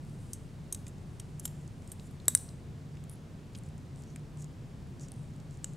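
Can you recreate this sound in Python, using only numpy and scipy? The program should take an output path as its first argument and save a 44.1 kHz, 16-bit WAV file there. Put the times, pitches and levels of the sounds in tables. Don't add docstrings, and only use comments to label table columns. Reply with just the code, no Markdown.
import sys
import numpy as np
from scipy import signal
from scipy.fft import rfft, irfft
from scipy.io import wavfile
from scipy.ndimage import uniform_filter1d

SR = 44100
rng = np.random.default_rng(int(sys.argv[2]) if len(sys.argv) > 2 else 0)


def bounce(signal):
    frames = np.transpose(np.atleast_2d(signal))
    limited = np.clip(frames, -1, 1)
    pcm = np.round(limited * 32767).astype(np.int16)
    wavfile.write(sys.argv[1], SR, pcm)


N = 254016
TIME = np.arange(N) / SR
SIDES = np.array([[1], [-1]])


def from_db(db):
    return 10 ** (np.asarray(db) / 20)


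def rms_one(x):
    return x / np.sqrt(np.mean(x ** 2) + 1e-20)


def blow(x):
    return x * np.sqrt(SR / 100 / (np.sum(x ** 2) + 1e-20))


def at_hz(points, hz):
    points = np.array(points)
    return np.interp(np.log(np.maximum(hz, 1)), np.log(points[:, 0]), points[:, 1])


def band(x, low_hz, high_hz):
    return signal.sosfilt(signal.butter(2, [low_hz, high_hz], "band", fs=SR, output="sos"), x)


def resonate(x, hz, width_hz):
    r = np.exp(-np.pi * width_hz / SR)
    return signal.lfilter([1, 0, -1], [1, -2 * r * np.cos(2 * np.pi * hz / SR), r * r], x)


def focus(x, hz, width_hz):
    return resonate(resonate(x, hz, width_hz), hz, width_hz)


def coloured(gain):
    return rms_one(irfft(rfft(rng.standard_normal(N)) * gain(np.fft.rfftfreq(N, 1 / SR)), N))


def add(out, s, sound):
    start = round(s * SR)
    out[start:start + len(sound)] += sound[:max(N - start, 0)]


# (frequency [Hz], relative spectral level [dB])
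AIR_SPECTRUM = [(15, -43.5), (25, -18.5), (53, -13.5), (87, -5), (114, -5.5), (145, -3.5), (180, -9.5),
                (285, -16.5), (317, -22), (344, -20.5), (451, -23.5), (489, -26), (1400, -37.5),
                (7710, -47.5), (16000, -62.5)]
# (frequency [Hz], relative spectral level [dB])
AIR_SIDE_SPECTRUM = [(15, -21), (25, -3), (43, -5), (64, -7.5), (117, -8.5), (153, 1.5), (180, -13.5),
                     (677, -22), (775, -21), (11300, -49.5), (16000, -73.5)]
# (frequency [Hz], bandwidth [Hz], level [dB], left over right [dB])
FAN_TONES = [(32.16, 0.1995, -63, 13.5), (137.9, 4.1, -60, 5.5), (150.2, 6.2, -52, 0.5),
             (346.6, 5, -70.5, 2.5)]


def ventilation(mid_db=-45.5, side_db=-58.5):
    mid = from_db(mid_db) * coloured(lambda f: from_db(at_hz(AIR_SPECTRUM, f)))
    side = from_db(side_db) * coloured(lambda f: from_db(at_hz(AIR_SIDE_SPECTRUM, f)))
    out = mid + side * SIDES
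    for hz, width_hz, level_db, pan_db in FAN_TONES:
        tone = coloured(lambda f: 1 / (1 + (2 * (f - hz) / width_hz) ** 2))
        out += tone * from_db(level_db + SIDES * pan_db / 2)
    return out


# (time [s], level [dB])
RUSTLE_ENVELOPE = [(0, -77), (0.25, -69), (0.55, -79), (1.1, -77), (1.6, -75.5), (2.1, -73.5), (2.6, -83),
                   (3.5, -84), (5.76, -80)]


def rustle(flutter_db=2):
    s, level_db = np.transpose(RUSTLE_ENVELOPE)
    grip = rms_one(uniform_filter1d(rng.standard_normal(N), SR // 40))
    hiss = rms_one(focus(rng.standard_normal(N), hz=8250, width_hz=4000))
    return hiss * from_db(np.interp(TIME, s, level_db) + flutter_db * grip)


def chatter(t60, rise_s=0.00094):
    t = TIME[:SR // 8]
    envelope = (1 - np.exp(-(t / rise_s) ** 2)) * from_db(-60 * t / t60)
    return rng.choice([-1, 1], len(t)) * envelope + 1e-18


def contact(hz, body_hz, body_db, top_db, t60, width_hz, body_width_hz=2200):
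    bright = focus(chatter(t60), hz, width_hz)
    body = focus(chatter(t60), body_hz, body_width_hz)
    top = band(chatter(t60), 10700, 13200)
    return blow(bright) + from_db(body_db) * blow(body) + from_db(top_db) * blow(top)


TICK_MID_HZ, LIGHT_BODY_HZ = 7720, 4524


def tick(level_db, hz, body_hz, body_db, t60, width_hz=3200, body_width_hz=2500):
    top_db = -20 + 13.5 * np.log2(hz / TICK_MID_HZ)
    return from_db(level_db) * contact(hz, body_hz, body_db, top_db, t60, width_hz, body_width_hz)


# (start [s], end [s], level [dB], first pitch [Hz], last pitch [Hz],
# peak position [share of length], release over catch [dB])
GLOVE_STROKES = [(0.0495, 0.335, -78, 8300, 8300, .7, -5), (1.4844, 1.677, -70, 7700, 7000, .75, 11.5),
                 (3.0956, 3.156, -58.5, 10300, 9470, .35, -15), (3.563, 3.586, -60.5, 8600, 9900, .7, 9),
                 (3.635, 3.688, -67.5, 7800, 7600, .55, -3), (3.959, 4.021, -64.5, 8200, 7600, 0.63, 0),
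                 (4.036, 4.16, -67.5, 6700, 6500, .55, -6), (4.372, 4.443, -57.5, 8000, 6600, 0.66, 8),
                 (4.996, 5.0843, -56.5, 7400, 5300, .34, 3.5), (5.139, 5.3616, -71.5, 8500, 7900, 0.19, 1),
                 (5.5086, 5.5716, -65, 7300, 6900, .5, 0), (5.635, 5.734, -73.5, 8200, 8000, .4, 9)]


def rubs(slips_per_s=3500, slip_spread_db=4.5, grip_db=2, rasp_width_hz=1500, rasp_db=-1):
    out = np.zeros(N)
    lowpass = signal.butter(2, rasp_width_hz / 2, fs=SR, output="sos")
    for start, end, level_db, from_hz, to_hz, peak_at, release_db in GLOVE_STROKES:
        count = round((end - start) * SR)
        hz = (from_hz + to_hz) / 2
        grip = rms_one(uniform_filter1d(rng.standard_normal(count), SR // 150))
        slips = (rng.random(count) < slips_per_s / SR) * rng.choice([-1, 1], count)
        slip_db = slip_spread_db * np.minimum(rng.exponential(1, count), 3)
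        slips = slips * from_db(slip_db + grip_db * grip)
        grit = focus(slips + 1e-18, 1.05 * hz, width_hz=4100)
        grit = rms_one(band(grit, 4800, 12500))
        carrier = np.exp(2j * np.pi * np.cumsum(np.linspace(from_hz, to_hz, count)) / SR)
        rasp = rms_one(np.real(carrier * signal.sosfilt(lowpass, slips / carrier)))
        arc = np.interp(np.linspace(0, 1, count), [0, peak_at, 1], [0, np.pi / 2, np.pi])
        swell = np.sin(arc).clip(0) ** 1.4
        add(out, start, from_db(level_db) * rms_one(grit + from_db(rasp_db) * rasp) * swell)
        tick_db = -61.5 + 0.5 * (level_db + 61)
        for s, offset_db in (start, -release_db / 2), (end, release_db / 2):
            add(out, s, tick(tick_db + offset_db, hz, LIGHT_BODY_HZ, body_db=-13, t60=0.0053))
    return out


def steel_ring(modes, favoured_hz, favour_db=14.5, length=1, reach_hz=300, scatter_db=1):
    t = TIME[:SR // 6]
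    hz, level_db, t60 = np.array(modes).T[:, :, None]
    nearness = sum(np.exp(-((hz - at) / reach_hz) ** 2) for at in favoured_hz)
    gains = from_db(level_db + favour_db * nearness + scatter_db * rng.standard_normal(hz.shape))
    rings = np.sin(2 * np.pi * (hz * t + rng.random(hz.shape))) * from_db(-60 * t / (t60 * length))
    attack = 1 - np.exp(-t / 0.00045)
    return blow((gains * rings).sum(axis=0) * attack)


def shiver(t60, hz=9490, width_hz=8100):
    t = TIME[:SR // 2]
    return blow(focus(rng.laplace(size=len(t)) * from_db(-60 * t / t60), hz, width_hz))


# (frequency [Hz], relative level [dB], t60 [s])
STEEL_MODES = [(3170, -13, .035), (3820, -13, .03), (4936, -14, .024), (5626, -10, .03), (6130, -9, .028),
               (6530, -4, .018), (7130, -6, .025), (7480, -3, .026), (7800, -3, .02), (8150, -7, .018),
               (8450, -5, .032), (9020, -1, .026), (9620, -6, .018), (9950, -3, .02), (10380, -3, .016),
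               (10620, -5, .018), (11700, -7, .022), (11930, -7, .034), (12170, -12, .035),
               (12650, -12, .018), (13850, -17, .025)]
# (time [s], click level [dB], click pitch [Hz], body re click [dB],
# top re click [dB], ring level [dB], ring length [multiple of t60], four favoured pitches [Hz])
STEEL_IMPACTS = [(0.332, -40.5, 7800, -28, -12, -48.5, 3.9, 5900, 6700, 8400, 10150),
                 (0.725, -41, 8800, -14.5, -5, -33.5, 1.0, 6400, 8230, 9200, 9970),
                 (0.746, -43.5, 7900, -12, -25, -48, 0.79, 3820, 6160, 8500, 10400),
                 (0.879, -58.5, 8200, -14, -13, -55.5, 2.4, 6400, 7450, 10600, 11500),
                 (1.198, -50, 7830, -7, -24, -47.5, 0.86, 3080, 5626, 8300, 9900),
                 (1.3962, -48, 7400, -19, -18, -45.5, 0.79, 6850, 8000, 10420, 12450),
                 (1.4531, -39, 7440, -8, -6, -34, 0.94, 7520, 9400, 10470, 11920),
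                 (1.4767, -53, 7600, -9, -14, -58, 1, 3820, 7480, 8000, 10700),
                 (1.917, -49, 8600, -11.5, -11, -46.5, 1.5, 8400, 9200, 10050, 12100)]


def clinks(chatter_t60=0.018, knock_db=-6, shiver_db=-22.5):
    out = np.zeros(N)
    for s, click_db, hz, body_db, top_db, ring_db, length, *favoured_hz in STEEL_IMPACTS:
        body_hz = 2084 - 126 * body_db
        click = contact(hz, body_hz, body_db, top_db, chatter_t60, width_hz=3700)
        knock = from_db(body_db + knock_db) * blow(band(chatter(chatter_t60), 400, 1700))
        add(out, s, from_db(click_db) * (click + knock))
        add(out, s, from_db(ring_db) * steel_ring(STEEL_MODES, favoured_hz, length=length))
        add(out, s, from_db(ring_db + shiver_db) * shiver(t60=0.3))
    return out


# (time [s], level [dB], contact pitch [Hz], body pitch [Hz],
# body bandwidth [Hz], body re contact [dB], chatter t60 [s])
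LIGHT_IMPACTS = [(0.8662, -54.5, 6700, 2390, 2500, -4.5, 0.022),
                 (1.8751, -57, 8120, 4000, 2500, -16.5, .007), (1.9957, -62.5, 7000, 3600, 2210, 4, 0.014),
                 (2.109, -68, 10610, 4500, 2498, -11.5, .025), (2.199, -69, 6500, 3900, 1200, 7, 0.0234),
                 (2.255, -62, 8100, 4000, 2500, -6, 0.0092), (2.374, -44.5, 8850, 5030, 2510, -7, 0.0052),
                 (2.4887, -60.5, 5600, 4300, 1982, 1, 0.01), (2.969, -71, 7500, 2300, 1500, 8, 0.0197),
                 (3.039, -61.5, 8700, 4000, 2504, -7, .004), (3.549, -59.5, 5850, 2800, 2820, 4.5, 0.014),
                 (3.5533, -60.5, 6200, 2800, 2820, 2.5, 0.02), (3.778, -63.5, 7500, 4500, 2500, -12, .02),
                 (4.1595, -53.5, 7900, 2300, 900, -2.5, 0.0079),
                 (4.422, -57, 7800, 4000, 2500, -18.5, .004),
                 (5.1183, -51.5, 8720, 4500, 2495, -12, 0.00215),
                 (5.4, -65.5, 6800, 4500, 2500, -4.5, 0.0124)]


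def taps(strays_per_s=2, stray_db=-71.5, spread_db=2, spread_octaves=0.257):
    out = np.zeros(N)
    for s, level_db, hz, body_hz, body_width_hz, body_db, t60 in LIGHT_IMPACTS:
        add(out, s, tick(level_db, hz, body_hz, body_db, t60, body_width_hz=body_width_hz))
    for s in TIME[rng.random(N) < strays_per_s / SR]:
        force, pitch = 2 * rng.random(2) - 1
        hz = TICK_MID_HZ * 2 ** (spread_octaves * pitch)
        add(out, s, tick(stray_db + spread_db * force, hz, LIGHT_BODY_HZ, body_db=-5, t60=0.01466))
    return out


# (start [s], end [s], final level [dB], favoured pitch [Hz])
HISS_SWELLS = [(1.423, 1.451, -53.5, 10480), (1.87, 1.904, -63, 9020), (1.95, 2.075, -65.5, 10580)]


def swelling_hisses(pulses_per_s=4700, ring_db=2.5, low_pitch_hz=7156):
    out = np.zeros(N)
    for start, end, level_db, hz in HISS_SWELLS:
        count = round((end - start) * SR)
        swell = np.linspace(0, 1, count) ** 0.9
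        pulses = rms_one((rng.random(count) < pulses_per_s / SR) * rng.standard_normal(count))
        ring = steel_ring(STEEL_MODES, (low_pitch_hz, hz), favour_db=14)
        grit = blow(focus(signal.unit_impulse(len(ring)) + 1e-18, hz=8200, width_hz=5500))
        response = grit + from_db(ring_db) * ring
        response /= np.linalg.norm(response)
        add(out, start, from_db(level_db) * signal.fftconvolve(pulses * swell, response))
    return out


# (frequency [Hz], bandwidth [Hz], relative level [dB])
FRAME_MODES = [(1610, 1700, -3.5), (2903, 470, -14), (3696, 1000, -4.5), (5789, 630, -4), (9000, 653, -2),
               (10472, 710, -4.5), (11500, 646, -1.5), (12700, 640, -13), (14950, 510, -17)]
# (frequency [Hz], relative level [dB], t60 [s])
CLAMP_MODES = [(2850, -19, .026), (3800, -20, .029), (5950, -11, .022), (7230, -11, .022), (7630, 0, .024),
               (7890, -4, .025), (8200, -2, .028), (8520, -5, .025), (9050, -1, .027), (9190, -10, .024),
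               (9950, -8, .022), (10370, -6, .024), (11690, -2, .028), (11930, -9, .032),
               (13000, -15, .026), (15000, -16, .026)]
# (time [s], level [dB], snap pitch [Hz], knock pitch [Hz], knock re snap [dB],
# top re snap [dB], favoured frame pitch [Hz], two favoured ring pitches [Hz])
CLAMP_SNAPS = [(2.2817, -21.5, 8150, 358.2, -18.5, -8.5, 4000, 7880, 11350),
               (2.3501, -21, 8280, 656.2, -37, -11.5, 6170, 9010, 9500),
               (5.644, -36, 7430, 1105, -32, -25, 2830, 7300, 5950)]


def snaps(full_force_db=-22, rattle_db=-11, low_frame_db=-15, shiver_t60=0.36):
    out = np.zeros(N)
    for s, level_db, hz, knock_hz, knock_db, top_db, frame_hz, *favoured_hz in CLAMP_SNAPS:
        weaker_db = full_force_db - level_db
        width_hz = 1590 + 48 * weaker_db
        ring_db = -2.5 - 0.75 * weaker_db
        favour_db = 7 + 0.33 * weaker_db
        rattle = blow(chatter(t60=0.01232))
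        force = blow(signal.unit_impulse(len(rattle))) + from_db(rattle_db) * rattle
        snap = blow(resonate(focus(force, hz, width_hz), hz, width_hz))
        for mode_hz, mode_width_hz, mode_db in FRAME_MODES:
            drive_db = low_frame_db if mode_hz < hz else top_db
            nearness = np.exp(-((mode_hz - frame_hz) / 350) ** 2)
            mode = blow(focus(force, mode_hz, mode_width_hz))
            snap += from_db(mode_db + drive_db + favour_db * nearness) * mode
        snap -= from_db(knock_db) * blow(focus(force, knock_hz, width_hz=700))
        add(out, s, from_db(level_db) * snap)
        add(out, s, from_db(level_db - 23.5) * shiver(shiver_t60, favoured_hz[0], width_hz=3300))
        add(out, s, from_db(level_db + top_db - 16) * shiver(shiver_t60))
        add(out, s, from_db(level_db + ring_db) * steel_ring(CLAMP_MODES, (frame_hz, *favoured_hz)))
    return out


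# (frequency [Hz], t60 [s])
REVERB_TIMES = [(500, 0.31), (4000, 0.5), (8000, 0.4), (12000, 0.33), (16000, 0.3)]
# (frequency [Hz], relative level [dB])
REVERB_SPECTRUM = [(500, 1.5), (4000, 2), (8000, 0.5), (10500, -1.5), (15000, -2.5)]


def room(x, level_db=-20.5, side_db=-22, build_s=0.005):
    t = TIME[:SR * 3 // 4]
    edges_hz = [300, 800, 1700, 3300, 5000, 7000, 9400, 12500, 17000]
    tails = np.zeros((2, len(t)))
    for low, high in zip(edges_hz, edges_hz[1:]):
        hz = np.sqrt(low * high)
        decay = from_db(at_hz(REVERB_SPECTRUM, hz) - 60 * t / at_hz(REVERB_TIMES, hz))
        tails += band(rng.standard_normal(tails.shape), low, high) * decay
    tails *= 1 - np.exp(-(t / build_s) ** 2)
    mid, side = (signal.fftconvolve(x, tail / np.linalg.norm(tail))[:N] for tail in tails)
    return from_db(level_db) * (mid + from_db(side_db) * side * SIDES)


def scene():
    air = ventilation()
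    near = clinks() + swelling_hisses()
    handling = snaps() + rubs() + rustle() + taps()
    reflections = room(handling + from_db(-1.5) * near)
    return near + handling + reflections + air


def record(dry, cutoff_hz=15700):
    return signal.sosfilt(signal.ellip(10, .1, 90, cutoff_hz, fs=SR, output="sos"), dry)


dry = scene()
out = record(dry)
bounce(out)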